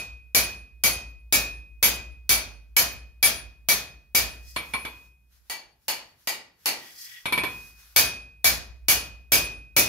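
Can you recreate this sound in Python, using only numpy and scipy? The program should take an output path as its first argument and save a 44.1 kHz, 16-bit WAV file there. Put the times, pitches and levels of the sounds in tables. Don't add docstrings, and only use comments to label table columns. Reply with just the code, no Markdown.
import sys
import numpy as np
from scipy import signal
from scipy.fft import rfft, irfft, next_fast_len
from scipy.io import wavfile
from scipy.ndimage import uniform_filter1d, map_coordinates

SR = 44100
rng = np.random.default_rng(int(sys.argv[2]) if len(sys.argv) > 2 else 0)


def boost(x):
    u = np.asarray(x, float) / 20
    return 10 ** u


def store_wav(level_fs):
    pcm = np.round(np.clip(np.atleast_2d(level_fs), -1, 1) * 32767)
    wavfile.write(sys.argv[1], SR, pcm.T.astype(np.int16))


N = 435708
LONG = int(1.5 * SR)

# start_s, peak_db, anvil_ring_db and boom_db (against the peak),
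# thud_db (low weight of the crack)
FACE = [(0.347, -12.5, -21, -27.5, 3), (0.836, -13.5, -21.5, -28, 1.5), (1.324, -14, -17.5, -27, 4.5),
        (1.827, -12, -21, -28, 2.5), (2.292, -12, -32.5, -27, -1), (2.765, -12, -26.5, -33.5, -1),
        (3.227, -12.5, -26, -27, -0.5), (3.686, -13.5, -24, -32.5, -0.5), (4.148, -14, -24.5, -29, 0.5),
        (7.961, -10, -18.5, -33, 1), (8.443, -11.5, -33.5, -27, -1), (8.883, -11.5, -25.5, -29.5, -0.5),
        (9.319, -11.5, -17.5, -31.5, 5), (9.764, -11, -19, -32.5, 7)]
EDGE = [
    (5.497, -29.5, -43, -31, -2),
    (5.881, -22, -43, -54, -1.7),
    (6.272, -22.5, -55, -57, 0.66),
    (6.657, -19, -41, -61, 2.7),
]
# start_s, peak_db, anvil_ring_db (against the peak), thud_db,
# corner_db (brightness: a corner lands bright, the flat dull)
BOUNCE = [
    (4.561, -22.5, -17, -0.52, -1),
    (4.7357, -22, -13.5, -2, -4.5),
    (4.849, -29.5, -11, 1.6, 2),
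    (7.2551, -23, -6, 0.22, -1.5),
    (7.323, -18.5, -10.5, 2, -1.5),
    (7.376, -20.5, -1.5, 2.3, -4.5),
    (7.434, -23, -7, 3.8, -3.5),
]
# pitch_hz, left_minus_right_db
LEAN = [(60, -1.2), (180, -.6), (550, .3), (1650, .8), (2600, .3), (4970, 1.2), (9500, -.3), (15000, 1.3)]


def along(points, hz):
    f, v = np.transpose(points)
    return np.interp(np.log(hz + 1), np.log(f + 1), v)


def unit(x):
    return x / np.sqrt(np.mean(x ** 2) + 1e-20)


def wobble(n, step):
    return map_coordinates(rng.standard_normal(n // step + 4), [np.arange(n) / step])


def resonances(peaks, f):
    powers = [np.abs(boost(db) * f * w / (c * c - f * f + 1j * f * w)) ** 2 for c, w, db in peaks]
    return np.sqrt(sum(powers))


def filtered(x, gain):
    m = next_fast_len(x.shape[1] + SR // 4)
    spectrum = rfft(x, m) * gain(np.fft.rfftfreq(m, 1 / SR))
    return irfft(spectrum, m)[:, :x.shape[1]]


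def ports(n, gain):
    # pitch_hz, likeness (0 to 1)
    alike = [(60, .9), (150, .85), (380, .66), (950, .3), (2380, .15), (15000, .05)]
    lead_s = 2 / SR
    hz, t, (a, b) = signal.stft(rng.standard_normal((2, n)), SR, nperseg=512, noverlap=384)
    hz = hz[:, None]
    turn = np.arccos(np.clip(along(alike, hz), 0, 1)) / 2
    shift = np.exp(1j * np.pi * hz * lead_s) * boost(along(LEAN, hz) / 2)
    left = (np.cos(turn) * a + np.sin(turn) * b) * shift
    right = (np.cos(turn) * a - np.sin(turn) * b) / shift
    shaped = np.array([left, right]) * gain(hz, t)
    return signal.istft(shaped, SR, nperseg=512, noverlap=384)[1][:, :n]


def ring(pitches, modes, t, hold, scatter_db, beat_db, attack, turn):
    out = np.zeros((2, len(t)))
    side = np.array([[.5], [-.5]])
    for k, (hz, (db, t60, lead)) in enumerate(zip(pitches, modes)):
        where = np.broadcast_arrays([[0], [1]], 30 * t)
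        waver = map_coordinates(rng.standard_normal((2, 60)), where, order=1)
        level_db = db + scatter_db * rng.standard_normal() + beat_db * waver + side * along(LEAN, hz)
        level_db = level_db - 60 * np.maximum(t - hold, 0) / t60
        tone = np.sin(2 * np.pi * hz * t + k * turn + side * lead)
        out += boost(level_db) * tone * (1 - np.exp(-t / attack))
    return out


def shed_crack(crack, humps, hold, snap_db, punch, punch_s, bright_db, thud_db, n):
    # pitch_hz, t60_s
    shed = [(80, .9), (280, 0.54), (740, 0.43), (1940, 0.4), (5120, 0.33), (9000, 0.25), (13500, 0.19)]
    late_db = -33.5
    t = np.arange(n) / SR
    clumps = 2.1 * rng.standard_normal(128)

    def fading(hz, u):
        fade_db = -60 * np.maximum(u - hold, 0) / along(shed, hz)
        return boost(fade_db) + boost(late_db + fade_db / 2)

    def tone(hz):
        thud = thud_db * np.exp(-((hz - 306) / 250) ** 2)
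        ripple = map_coordinates(clumps, [hz / 180]) * (hz > 1500)
        colour = boost(along(crack, hz) + tilt(bright_db, hz) + ripple + thud)
        return colour * np.hypot(1, resonances(humps, hz))

    wash = filtered(ports(n, fading), tone)
    wash = wash / np.sqrt(np.mean(wash[:, :SR // 25] ** 2))
    depth_db = 0.68 * np.exp(-t / 0.16) * (1 - np.exp(-t / 0.022))
    wash = wash * boost(depth_db * wobble(n, 40))
    wash = wash * (1 - np.exp(-t / 0.00033)) * (1 + punch * boost(-60 * t / punch_s))
    snap = ports(2048, lambda hz, u: hz > 300)
    wash[:, :2048] += boost(snap_db - 60 * t[:2048] / 0.009) * snap
    return wash


def tilt(bright_db, hz):
    return bright_db * np.clip(np.log2(hz / 3000 + 1e-9) / 2, -1, 1)


def struck_steel(pitches, modes, has_head, ring_db, anvil_db, bright_db, t):
    head_hz = [2300, 2312]
    # level_db, t60_s, left_lead_rad
    head_modes = [(-5, .075, 1.2), (-5, .075, 1.2)]
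    anvil_hz = [2491.5]
    # level_db, t60_s, left_lead_rad
    anvil_modes = [(3.4, 0.65, 0.81)]
    damped = [(db + tilt(bright_db, hz), min(t60, .34), lead)
              for hz, (db, t60, lead) in zip(pitches, modes)]
    steel = boost(ring_db) * ring(pitches, damped, t, hold=0.017, scatter_db=1.5, beat_db=7.5,
                                attack=0.0018, turn=0.98)
    if has_head:
        steel = steel + boost(ring_db + 1.5) * ring(head_hz, head_modes, t, hold=.036, scatter_db=0,
                                                  beat_db=1, attack=.004, turn=-1.3)
    return steel + boost(anvil_db) * ring(anvil_hz, anvil_modes, t, hold=0.12, scatter_db=1.0,
                                        beat_db=-1.5, attack=0.0083, turn=1)


def stump():
    sway_hz = [55.16, 61.1]
    # level_db, t60_s, left_lead_rad
    sway_modes = [(.5, 3.3, .1), (-.5, 2.9, .1)]
    return ring(sway_hz, sway_modes, np.arange(LONG) / SR, hold=0, scatter_db=2.5, beat_db=4.5,
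                attack=.01, turn=2.8)


def blow(ring_db, anvil_db, bright_db, boom_db, thud_db, free_s, pitches, modes, has_head, **contact):
    n = int(.8 * SR)
    t = np.arange(n) / SR
    wash = shed_crack(bright_db=bright_db, thud_db=thud_db, n=n, **contact)
    steel = struck_steel(pitches, modes, has_head, ring_db, anvil_db, bright_db, t)
    steel = steel * np.clip((free_s + .004 - t) / .004, 0, 1)
    fade_out = np.clip((n / SR - t) / .1, 0, 1)
    near = np.pad((wash + steel) * fade_out, ((0, 0), (0, LONG - n)))
    return near + boost(boom_db) * stump()


def place_blows(rows, usual, slopes, trim_db, **kind):
    usual_db, usual_ring_db, usual_bright_db = usual
    contacts = np.sort([row[0] for row in FACE + EDGE + BOUNCE] + [N / SR + 1])
    out = np.zeros((2, N + LONG + SR))
    for s, db, anvil_db, boom_db, thud_db, corner_db in rows:
        harder_db = db - usual_db
        ring_db = usual_ring_db + slopes[0] * harder_db
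        bright_db = usual_bright_db + slopes[1] * harder_db + corner_db
        free_s = contacts[contacts > s][0] - s
        at = SR + round((s + .0007) * SR)
        out[:, at:at + LONG] += boost(db + trim_db) * blow(ring_db, anvil_db, bright_db, boom_db, thud_db,
                                                         free_s, **kind)
    return out[:, SR:SR + N]


def face_blows():
    earlier = [
        (-.13, -15, -18, -26.5, -1),
    ]
    # pitch_hz, level_db (per Hz)
    crack = [(35, -46.5), (70, -12.5), (170, -18), (500, -16.5), (1300, -14.5), (2500, -11), (7300, -12.5),
             (8000, -18), (11500, -10.5), (16000, -11)]
    # pitch_hz, width_hz, level_db (over the crack)
    humps = [(650, 120, 3), (2306, 60, 6), (4450, 90, 8), (4950, 70, 7), (5830, 160, 6), (6470, 60, 7),
             (9520, 90, 7), (11550, 400, 3)]
    pitches = [2306, 9515, 11088, 11553, 12781, 13920, 14070, 14250, 10388, 14400, 2176, 4470, 4947, 5765,
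               5901, 6465, 7360]
    # level_db, t60_s, left_lead_rad
    modes = [(-9, 0.75, .8), (-20.5, .2, .8), (-4.5, 0.23, 0.58), (-2, 0.16, .8), (-13, .25, .8),
             (-21.5, .35, .8), (-23, .3, .8), (-14.5, .35, .8), (-6.5, 0.36, 0.67), (-16, .35, .8),
             (-10.5, .2, 0.97), (-15.5, 0.12, 0.75), (-11, .3, .8), (-15, 0.67, 0.67), (-12.5, 0.26, 0.53),
             (-18.5, 0.14, 0.86), (-11.5, 0.29, 0.58)]
    rows = [row + (0,) for row in earlier + FACE]
    # peak dB, ring dB against the peak, brightness dB
    return place_blows(rows, usual=(-11.5, -10.5, 0.24), slopes=(-1.3, 0.19), trim_db=-3,
                       crack=crack, humps=humps, pitches=pitches, modes=modes, has_head=True,
                       hold=.035, snap_db=1.5, punch=.9, punch_s=.012)


def patchy(points):
    def gain(hz, t):
        grain = rng.standard_normal((len(hz), len(t)))
        patches = unit(uniform_filter1d(uniform_filter1d(grain, 8, 0), 20, 1))
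        return boost(along(points, hz) + 1.2 * patches)
    return unit(ports(N, gain))


def fire():
    # pitch_hz, level_db (per Hz)
    breath = [(30, -20), (60, -5), (130, -20.5), (320, -29.5), (1100, -38.5), (5000, -41.5), (8500, -45.5),
              (12000, -35), (16000, -45)]
    return boost(-71.0) * patchy(breath)


def stroke_gain(rows, rise, sag, fall, column=2):
    t = np.arange(N) / SR
    total = 0
    for row in rows:
        before = np.maximum(row[0] - t, 0)
        since = np.maximum(t - row[0], 0)
        after = np.maximum(t - row[0] - row[1], 0)
        total = total + boost(row[column] - rise * before - sag * since - fall * after)
    return total


def sleeves():
    # start_s (at full strength), length_s, level_db
    moves = [(4.3, 0.5, -73), (4.62, 0.12, -66.5), (4.78, .07, -66.5), (4.9, 0.16, -72), (5.33, .05, -76),
             (5.46, 0.053, -83), (5.49, .02, -86.5), (5.825, 0.055, -81), (6.05, 0.06, -80),
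             (6.2, 0.073, -75), (6.6, .02, -79), (6.65, .02, -70), (6.83, 0.21, -63), (7.08, 0.15, -67.5),
             (7.47, 0.23, -60), (7.795, 0.22, -66.5)]
    # pitch_hz, level_db (per Hz)
    hiss = [(300, -26.5), (1500, -5.5), (3000, -9.5), (5500, -4.5), (8500, -13), (12000, -4),
            (16000, -10.5)]
    return stroke_gain(moves, rise=370, sag=24, fall=200) * boost(13) * patchy(hiss)


def drag():
    # start_s (at full strength), length_s, edge_db, body_db
    strokes = [
        (4.47, 0.12, -48.5, -64),
        (6.8, 0.11, -50.5, -47.5),
        (7.0, 0.068, -41, -51.5),
        (7.11, .03, -50.5, -48),
        (7.16, 0.018, -56.5, -47.5),
        (7.21, .04, -58, -62),
    ]
    # pitch_hz, width_hz, level_db
    steel_peaks = [(1930, 28, 1), (3340, 45, -6), (3900, 50, -10), (4480, 40, -7), (5050, 55, -3),
                   (5850, 40, -6), (6520, 40, -9), (7240, 50, -13), (8930, 42, -18), (11900, 80, -9),
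                   (12600, 37, -11)]
    # pitch_hz, level_db
    high_range = [(3000, -40), (4200, -3), (5300, 0), (7000, -5), (9000, -9), (12000, -4), (16000, -7)]
    # pitch_hz, level_db
    low_range = [(900, -40), (1700, 0), (3500, 0), (4500, -30)]
    out = 0
    for column, span, floor_db in [(2, high_range, -14), (3, low_range, -17)]:
        def tone(f):
            return np.hypot(boost(floor_db), resonances(steel_peaks, f)) * boost(along(span, f))
        grit = boost(2 * wobble(N, 500))
        scrape = unit(grit * filtered(ports(N, lambda hz, t: 1), tone))
        out = out + stroke_gain(strokes, rise=250, sag=22, fall=230, column=column) * scrape
    return boost(-2.0) * out


def bounces():
    # pitch_hz, level_db (per Hz)
    crack = [(35, -47), (70, -15), (500, -14.5), (2500, -11.5), (4400, -19.5), (6300, -27), (8500, -33.5),
             (11600, -25), (16000, -41.5)]
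    # pitch_hz, width_hz, level_db (over the crack)
    humps = [(1020, 100, 8), (2306, 70, 12), (3445, 130, 10), (4280, 200, 8), (7460, 120, 8),
             (9515, 120, 14), (11555, 150, 10), (12690, 120, 12)]
    pitches = [2306, 9515, 11088, 11555, 12690, 5350, 14070, 14250, 10375, 3445, 4280]
    # level_db, t60_s, left_lead_rad
    modes = [(-2, 0.23, 0.62), (-7.5, 0.11, 1), (-38, 0.3, .8), (-8, 0.21, 1), (-14, 0.18, .8),
             (-22, 0.2, .8), (-37, .2, .8), (-28, 0.15, .8), (-9, 0.23, 1), (-20, 0.18, .8),
             (-15.5, 0.2, .8)]
    boom_db = -28
    rows = [row[:3] + (boom_db,) + row[3:] for row in BOUNCE]
    return place_blows(rows, usual=(-19, -0.28, 2), slopes=(.3, .5), trim_db=-11,
                       crack=crack, humps=humps, pitches=pitches, modes=modes, has_head=True,
                       hold=.004, snap_db=-3, punch=1.6, punch_s=.12)


def handle():
    # start_s, pitch_hz, level_db, t60_s
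    knocks = [
        (4.735, 1070, -33, 0.23),
        (7.321, 997, -32, 0.27),
        (7.379, 1036, -42, 0.19),
    ]
    out, t = np.zeros((2, N)), np.arange(SR // 2) / SR
    for s, hz, db, t60 in knocks:
        knock = ring([hz], [(db, t60, .4)], t, hold=0.013, scatter_db=0, beat_db=1, attack=0.0022, turn=0)
        out[:, round(s * SR):][:, :len(t)] += knock
    return out


def edge_blows():
    # pitch_hz, level_db (per Hz)
    crack = [(35, -44), (70, -32), (300, -14), (850, -7), (1300, -11), (2500, -7), (7000, -7.5),
             (8300, -11.5), (11900, -2), (16000, -11)]
    # pitch_hz, width_hz, level_db (over the crack)
    humps = [(870, 140, 2), (1950, 70, 7), (2350, 300, 5), (2850, 80, 5), (4480, 110, 12), (5080, 80, 5),
             (6530, 100, 6), (7370, 80, 5)]
    pitches = [1950, 4480, 9520, 10388, 2311]
    # level_db, t60_s, left_lead_rad
    modes = [(-8, 0.25, .8), (-6, 0.45, 0.95), (-9, 0.17, .8), (-21, 0.38, 0.9), (-5, .3, .8)]
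    rows = [row + (0,) for row in EDGE]
    return place_blows(rows, usual=(-20.5, -12, -1.5), slopes=(-1.3, 0.19), trim_db=-3,
                       crack=crack, humps=humps, pitches=pitches, modes=modes, has_head=False,
                       hold=.02, snap_db=-1.5, punch=.9, punch_s=.012)


def scene():
    hammer = face_blows() + bounces() + edge_blows()
    return hammer + fire() + sleeves() + drag() + handle()


def top_cut(x):
    return signal.sosfilt(signal.butter(12, 16830, fs=SR, output="sos"), x)


def record(dry):
    # pitch_hz, level_db
    microphone = [(12, -30), (40, 0), (15650, 0), (15900, -28), (16750, -34), (16900, -100)]
    ceiling = .75
    heard = dry / (1 + np.abs(dry / ceiling) ** 4) ** (1 / 4)
    mix = filtered(heard, lambda hz: boost(along(microphone, hz)))
    return top_cut(mix)


dry = scene()
out = record(dry)
store_wav(out)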